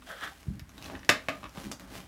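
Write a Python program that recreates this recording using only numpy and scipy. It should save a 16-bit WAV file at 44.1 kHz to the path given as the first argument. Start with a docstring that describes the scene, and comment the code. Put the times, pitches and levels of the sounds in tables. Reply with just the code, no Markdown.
"""Fingers work at packing tape on a cardboard box in a small furnished room, a metre from a microphone.
A nail tick opens and a nail drags across the tape, as slips filtered by three broad resonances.
Soft thumps, dying sines, follow, then more ticks, short rings with tape crack and box modes behind.
Louder snaps, built alike, break out mid-way and return among further ticks and thumps.
Scraping, coloured slips and noise of varying level, and a steady hush of noise run throughout."""
import sys
import numpy as np
from scipy import signal
from scipy.fft import rfft, irfft
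from scipy.io import wavfile

SR = 44100
rng = np.random.default_rng(int(sys.argv[2]) if len(sys.argv) > 2 else 0)


def gain_from_db(level_db):
    """Turn a decibel level (scalar or array-like) into a linear amplitude factor."""
    decades = np.asarray(level_db, float) / 20
    return 10 ** decades


def inscribe(sig):
    """Save sig as 16-bit PCM at rate SR to the path in sys.argv[1].

    A 1-D sig is mono; a 2-D sig holds one channel per row.
    Samples are clipped to [-1, 1] before scaling.
    """
    pcm = np.round(np.clip(np.atleast_2d(sig).T, -1, 1) * 32767)
    wavfile.write(sys.argv[1], SR, pcm.astype(np.int16))


N = 91375  # length in samples


def evened(x):
    """Normalization: scales a signal to rms 1."""
    return x / np.sqrt(np.mean(x ** 2) + 1e-20)


def read(points, hz):
    """Linear interpolation of a table on a logarithmic frequency axis."""
    f, value = np.transpose(points)
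    return np.interp(np.log(hz + 1), np.log(f + 1), value)


def add(mix, s, sound):
    """Superposition: adds a sound to the mix in place, from time s."""
    part = mix[round(s * SR):][:len(sound)]
    part += sound[:len(part)]


def coloured(x, spectrum):
    """Linear filtering: multiplies the spectrum by a response, then scales to rms 1."""
    response = gain_from_db(read(spectrum, np.fft.rfftfreq(len(x), 1 / SR)))
    return evened(irfft(rfft(x) * response, len(x)))


def ring(hz, t60):
    """Free vibration of a damped mode: a sine losing 60 dB in t60 seconds."""
    t = np.arange(SR // 4) / SR
    return gain_from_db(-60 * t / t60) * np.sin(2 * np.pi * hz * t)


def burst(t60):
    """Exponentially decaying noise, scaled to energy 1."""
    puff = rng.standard_normal(512) * gain_from_db(-60 * np.arange(512) / SR / t60)
    return puff / np.linalg.norm(puff)


def snaps():
    """Directivity of tape letting go: less crack in the direct sound, reflections in the even colour."""
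    # tape letting go: t/s, level/dB, ring f/Hz, box level/dB, f/Hz where the box is driven most,
    # crack level/dB before doubling
    releases = [(1.0916, -13, 5470, -13.5, 2560, 7.5), (1.0928, -3.5, 1966, -13, 1220, -9),
                (1.2854, -18, 2190, -5, 635, -6), (1.7151, -26.5, 4450, -19.5, 1710, 8.5)]
    t60_s, room_db = 0.005, -2.5
    direct_crack_db = -2.5  # the box top faces up, so less of the crack reaches the microphone directly
    out = np.zeros(N)
    for s, db, hz, box_db, box_hz, crack_db in releases:
        near = click(db, hz, t60_s, box_db, box_hz, crack_db + direct_crack_db, spray=True)
        spread = click(db, hz, t60_s, box_db, box_hz, crack_db, spray=False)
        near, spread = [np.pad(x, (0, SR // 2)) for x in (near, spread)]
        reflections = reverberate(spread, room_db) - spread
        add(out, s, near + reflections)
    return out


def click(db, hz, t60, box_db, box_hz, crack_db, spray=True):
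    """Impact response: a ring where the nail hits, the crack of the tape and the box behind."""
    rise_s = 0.0005
    t = np.arange(SR // 4) / SR
    onset = np.minimum(t / rise_s, 1)
    out = onset * (ring(hz, t60) + gain_from_db(box_db) * box(box_hz))
    add(out, 0, 2 * gain_from_db(crack_db) * crack(spray))
    return gain_from_db(db) * out


def crack(spray=True):
    """Broadband release of taut tape: a spray of slips or one clean slip, energy 1."""
    # colour of the tape: f/Hz, response/dB
    tape = [(1500, 0), (3600, -5), (6300, 0), (8500, -9), (13000, -11.5), (16500, -25)]
    t60_s = 0.0027
    slip = burst(t60_s) if spray else np.arange(512.) == 0
    slip = np.pad(slip, (16, 496))
    return coloured(slip, tape) / np.sqrt(len(slip))


def box(centre_hz, octaves=0.87):
    """Modal superposition: the box walls after one blow, favouring modes near centre_hz."""
    # modes of the box walls: f/Hz, level/dB, t60/s
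    modes = [(127, -22, 0.11), (283, -6.5, 0.066), (631, 3, 0.027), (1129, -4, 0.03), (1214, -6, 0.085),
             (1800, 14, 0.0059), (2187, 12.5, 0.0066), (2523, 10, 0.0097), (2895, 5, .014),
             (3566, 12.5, 0.0066)]
    out = 0
    for hz, db, t60 in modes:
        detuning = np.log2(hz / centre_hz) / octaves
        out = out + gain_from_db(db - 1.58 * detuning ** 2) * ring(hz, t60)
    return out


def ticks():
    """Weak impacts of the nail, each exciting a ring, the tape and the box."""
    # small nail ticks: t/s, level/dB, ring f/Hz, crack level/dB before doubling
    taps_of_nail = [(0.022, -39, 1300, -17), (0.595, -42.5, 1880, 12.5), (0.6, -42.5, 2130, -13),
                    (0.693, -41.5, 1440, 4.5), (0.78, -37.5, 3830, 3), (.825, -37, 2740, 8.5),
                    (0.843, -37.5, 2630, 6), (0.858, -32, 4030, -10), (0.899, -27.5, 940, -21),
                    (.9525, -31, 1870, -11), (0.993, -44.5, 1620, 6), (1.0318, -36.5, 1900, -10),
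                    (1.048, -44, 5850, 12.5), (1.431, -30, 1060, -24), (1.441, -27.5, 1120, -6.5),
                    (1.455, -31.5, 1160, -25), (1.462, -32, 1130, -32), (1.4942, -48.5, 1070, 10),
                    (1.573, -28.5, 990, -10), (1.797, -39.5, 3880, 9)]
    t60_s, box_db = 0.008, -15.5
    out = np.zeros(N)
    for s, db, hz, crack_db in taps_of_nail:
        add(out, s, click(db, hz, t60_s, box_db, hz, crack_db))
    return out


def thumps():
    """Damped low modes under a soft push, rising over half a period."""
    # soft thumps of arm, palm and flap on the box: t/s, level/dB, f/Hz, t60/s
    pushes = [(0.469, -19, 164, 0.01), (0.481, -11.5, 108.4, 0.032), (0.502, -28, 199, 0.11),
              (0.617, -21.5, 92, 0.029), (1.094, -18.5, 275, 0.039), (1.576, -27.5, 180, 0.032),
              (1.668, -36, 257, 0.072)]
    out = np.zeros(N)
    for s, db, hz, t60 in pushes:
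        push = ring(hz, t60)
        onset = np.minimum(np.arange(len(push)) * hz / SR * 2, 1)
        add(out, s, gain_from_db(db) * push * onset)
    return out


def drag():
    """Stick-slip excitation of three broad resonances of tape and board by the nail."""
    # strokes of the nail: t/s, low band level/dB, main band level/dB, upper band level/dB
    strokes = [(0.064, -74, -58, -75), (0.069, -55, -53.5, -54), (0.114, -49, -43, -56.5),
               (.16, -52, -50.5, -58), (0.206, -68, -47, -54), (0.233, -45.5, -36, -45),
               (0.277, -69, -42.5, -53.5), (.33, -57, -65, -76)]
    # low resonance, moving with the pressure: t/s, f/Hz
    low_glide = [(.07, 692), (.17, 535), (.25, 790)]
    # main and upper resonance: f/Hz, width of each of two poles/Hz
    fixed_bands = [(1550, 680), (3200, 920)]
    low_width_hz, grain_spread_db = 142, 2.2
    s, *levels = np.transpose(strokes)
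    t = np.arange(N) / SR
    grains = slips(grain_spread_db)
    low_hz = np.interp(t, *np.transpose(low_glide))
    out = np.zeros(N)
    for (hz, width), db in zip([(low_hz, low_width_hz)] + fixed_bands, levels):
        level = gain_from_db(np.interp(t, s, db, -120, -120))
        out += evened(resonate(grains, hz, width)) * level
    return out


def slips(spread_db):
    """Stick-slip friction as a random train of tiny impulses of uneven size, rms 1."""
    slips_per_s = 9000
    size = gain_from_db(spread_db * np.minimum(rng.exponential(1, N), 4))
    happens = rng.random(N) < slips_per_s / SR
    return evened(rng.standard_normal(N) * size * happens)


def resonate(x, hz, width):
    """Heterodyne resonance: shifts the curve hz down to zero, smooths twice, and shifts back."""
    turn = np.exp(2j * np.pi * np.cumsum(hz * np.ones(len(x))) / SR)
    r = np.exp(-np.pi * width / SR)
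    smooth = x / turn
    for _ in range(2):
        smooth = signal.lfilter([1 - r], [1, -r], smooth)
    return (turn * smooth).real


def scrape():
    """Sliding friction: skin excites the board, hisses with pricks of glue, and rumbles in the hollow box."""
    # strength of the scraping: t/s, board level/dB, skin hiss level/dB, box rumble level/dB
    strength = [(0, -67, -67.5, -53), (0.098, -95, -51, -62.5), (.17, -72, -59, -72),
                (0.239, -55, -48.5, -64), (.33, -67.5, -59, -89), (.43, -70, -62, -62),
                (0.558, -66, -66, -49), (0.629, -84, -75.5, -65), (0.759, -62.5, -61, -55),
                (.8, -54.5, -58.5, -57.5), (.86, -51, -52, -56), (0.952, -40.5, -60, -47),
                (1.02, -62, -62.5, -55), (1.378, -61, -59, -55.5), (1.448, -51, -61.5, -48),
                (1.518, -67, -64, -69), (1.577, -44.5, -51.5, -80), (1.652, -57, -51, -39),
                (1.731, -56, -62.5, -47.5), (1.78, -77, -75, -70), (1.806, -49.5, -58, -54.5),
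                (1.866, -56.5, -63, -53.5), (1.957, -48.5, -47.5, -49.5), (2.07, -61.5, -62, -59)]
    # colours of the three layers: f/Hz, response/dB
    board_colour = [(210, 6.5), (350, 4.5), (423, -6.5), (642, 2.5), (749, 2.5), (1780, -8.5), (6000, -27),
                    (13200, -120)]
    skin_colour = [(1760, -6), (3000, -4.5), (12400, -14), (15600, -17), (16300, -31)]
    rumble_colour = [(41, 0), (70, -13), (238, 0.5), (410, -17), (580, -82)]
    crackle_spread_db, board_ring_db, prick_db = 3.4, -11, -11
    s, board_db, skin_db, rumble_db = np.transpose(strength)
    t = np.arange(N) / SR
    grains = slips(crackle_spread_db)
    ringing = evened(signal.oaconvolve(grains, box(473))[:N])
    board = grains + gain_from_db(board_ring_db) * ringing
    skin = grains + gain_from_db(prick_db) * pricks()
    rumble = rng.standard_normal(N)
    layers = [(board, board_colour, board_db), (skin, skin_colour, skin_db), (rumble, rumble_colour, rumble_db)]
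    return sum(coloured(x, colour) * gain_from_db(np.interp(t, s, db)) for x, colour, db in layers)


def pricks():
    """Random sparse impulses of glue letting go, convolved with six random cracks, rms 1."""
    pricks_per_s = 120  # all six together
    happens = rng.random((6, N)) < pricks_per_s / 6 / SR
    size = rng.exponential(1, (6, N)) * happens
    return evened(sum(signal.oaconvolve(row, crack())[:N] for row in size))


def reverberate(x, db):
    """Room response by convolution: a few wall echoes and sparse taps dying band by band."""
    # wall echoes: t/s, level/dB
    walls = [(.0025, -1.5), (.008, -3), (0.0161, -10.5)]
    # decay of the room: f/Hz, t60/s
    decay = [(100, 0.34), (1000, 0.25), (4500, 0.23), (15000, 0.17)]
    echo_t60_s = 0.0035
    taps = np.zeros(SR // 2)
    at = np.arange(160, len(taps) - 20, 20)
    taps[at + rng.integers(0, 20, len(at))] = rng.choice([-1., 1.], len(at))
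    hz, t, z = signal.stft(taps, SR, nperseg=256)
    dying = gain_from_db(-60 * t / read(decay, hz)[:, None])
    tail = signal.istft(z * dying, SR, nperseg=256)[1]
    tail = tail / np.linalg.norm(tail)
    for s, echo_db in walls:
        add(tail, s, gain_from_db(echo_db) * burst(echo_t60_s))
    return x + gain_from_db(db) * signal.fftconvolve(x, tail)[:len(x)]


def hush():
    """Stationary room tone: Gaussian noise with a fixed spectrum."""
    # colour of the room tone: f/Hz, response/dB
    colour = [(35, 5.5), (56, 14), (95, -2.5), (260, -5.5), (400, -17), (1600, -11.5), (4000, -26),
              (11000, -26.5), (16000, -36)]
    level_db = -56
    return gain_from_db(level_db) * coloured(rng.standard_normal(N), colour)


def scene():
    """Superposition of all sources in the room, over its hush."""
    touches = reverberate(ticks() + thumps(), -7.5)  # room level in dB
    rubbing = reverberate(scrape() + drag(), -11)
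    return (snaps() + touches + rubbing + hush())[None]


def roll_off(x):
    """The treble ends steeply here."""
    return signal.sosfilt(signal.butter(12, 16850, fs=SR, output="sos"), x)


def record(dry):
    """High-pass response of the microphone, which cuts the deepest bass."""
    low_hz = 52
    highpass = signal.butter(4, low_hz, "highpass", fs=SR, output="sos")
    mix = signal.sosfilt(highpass, dry)
    return roll_off(mix)


dry = scene()
out = record(dry)
inscribe(out)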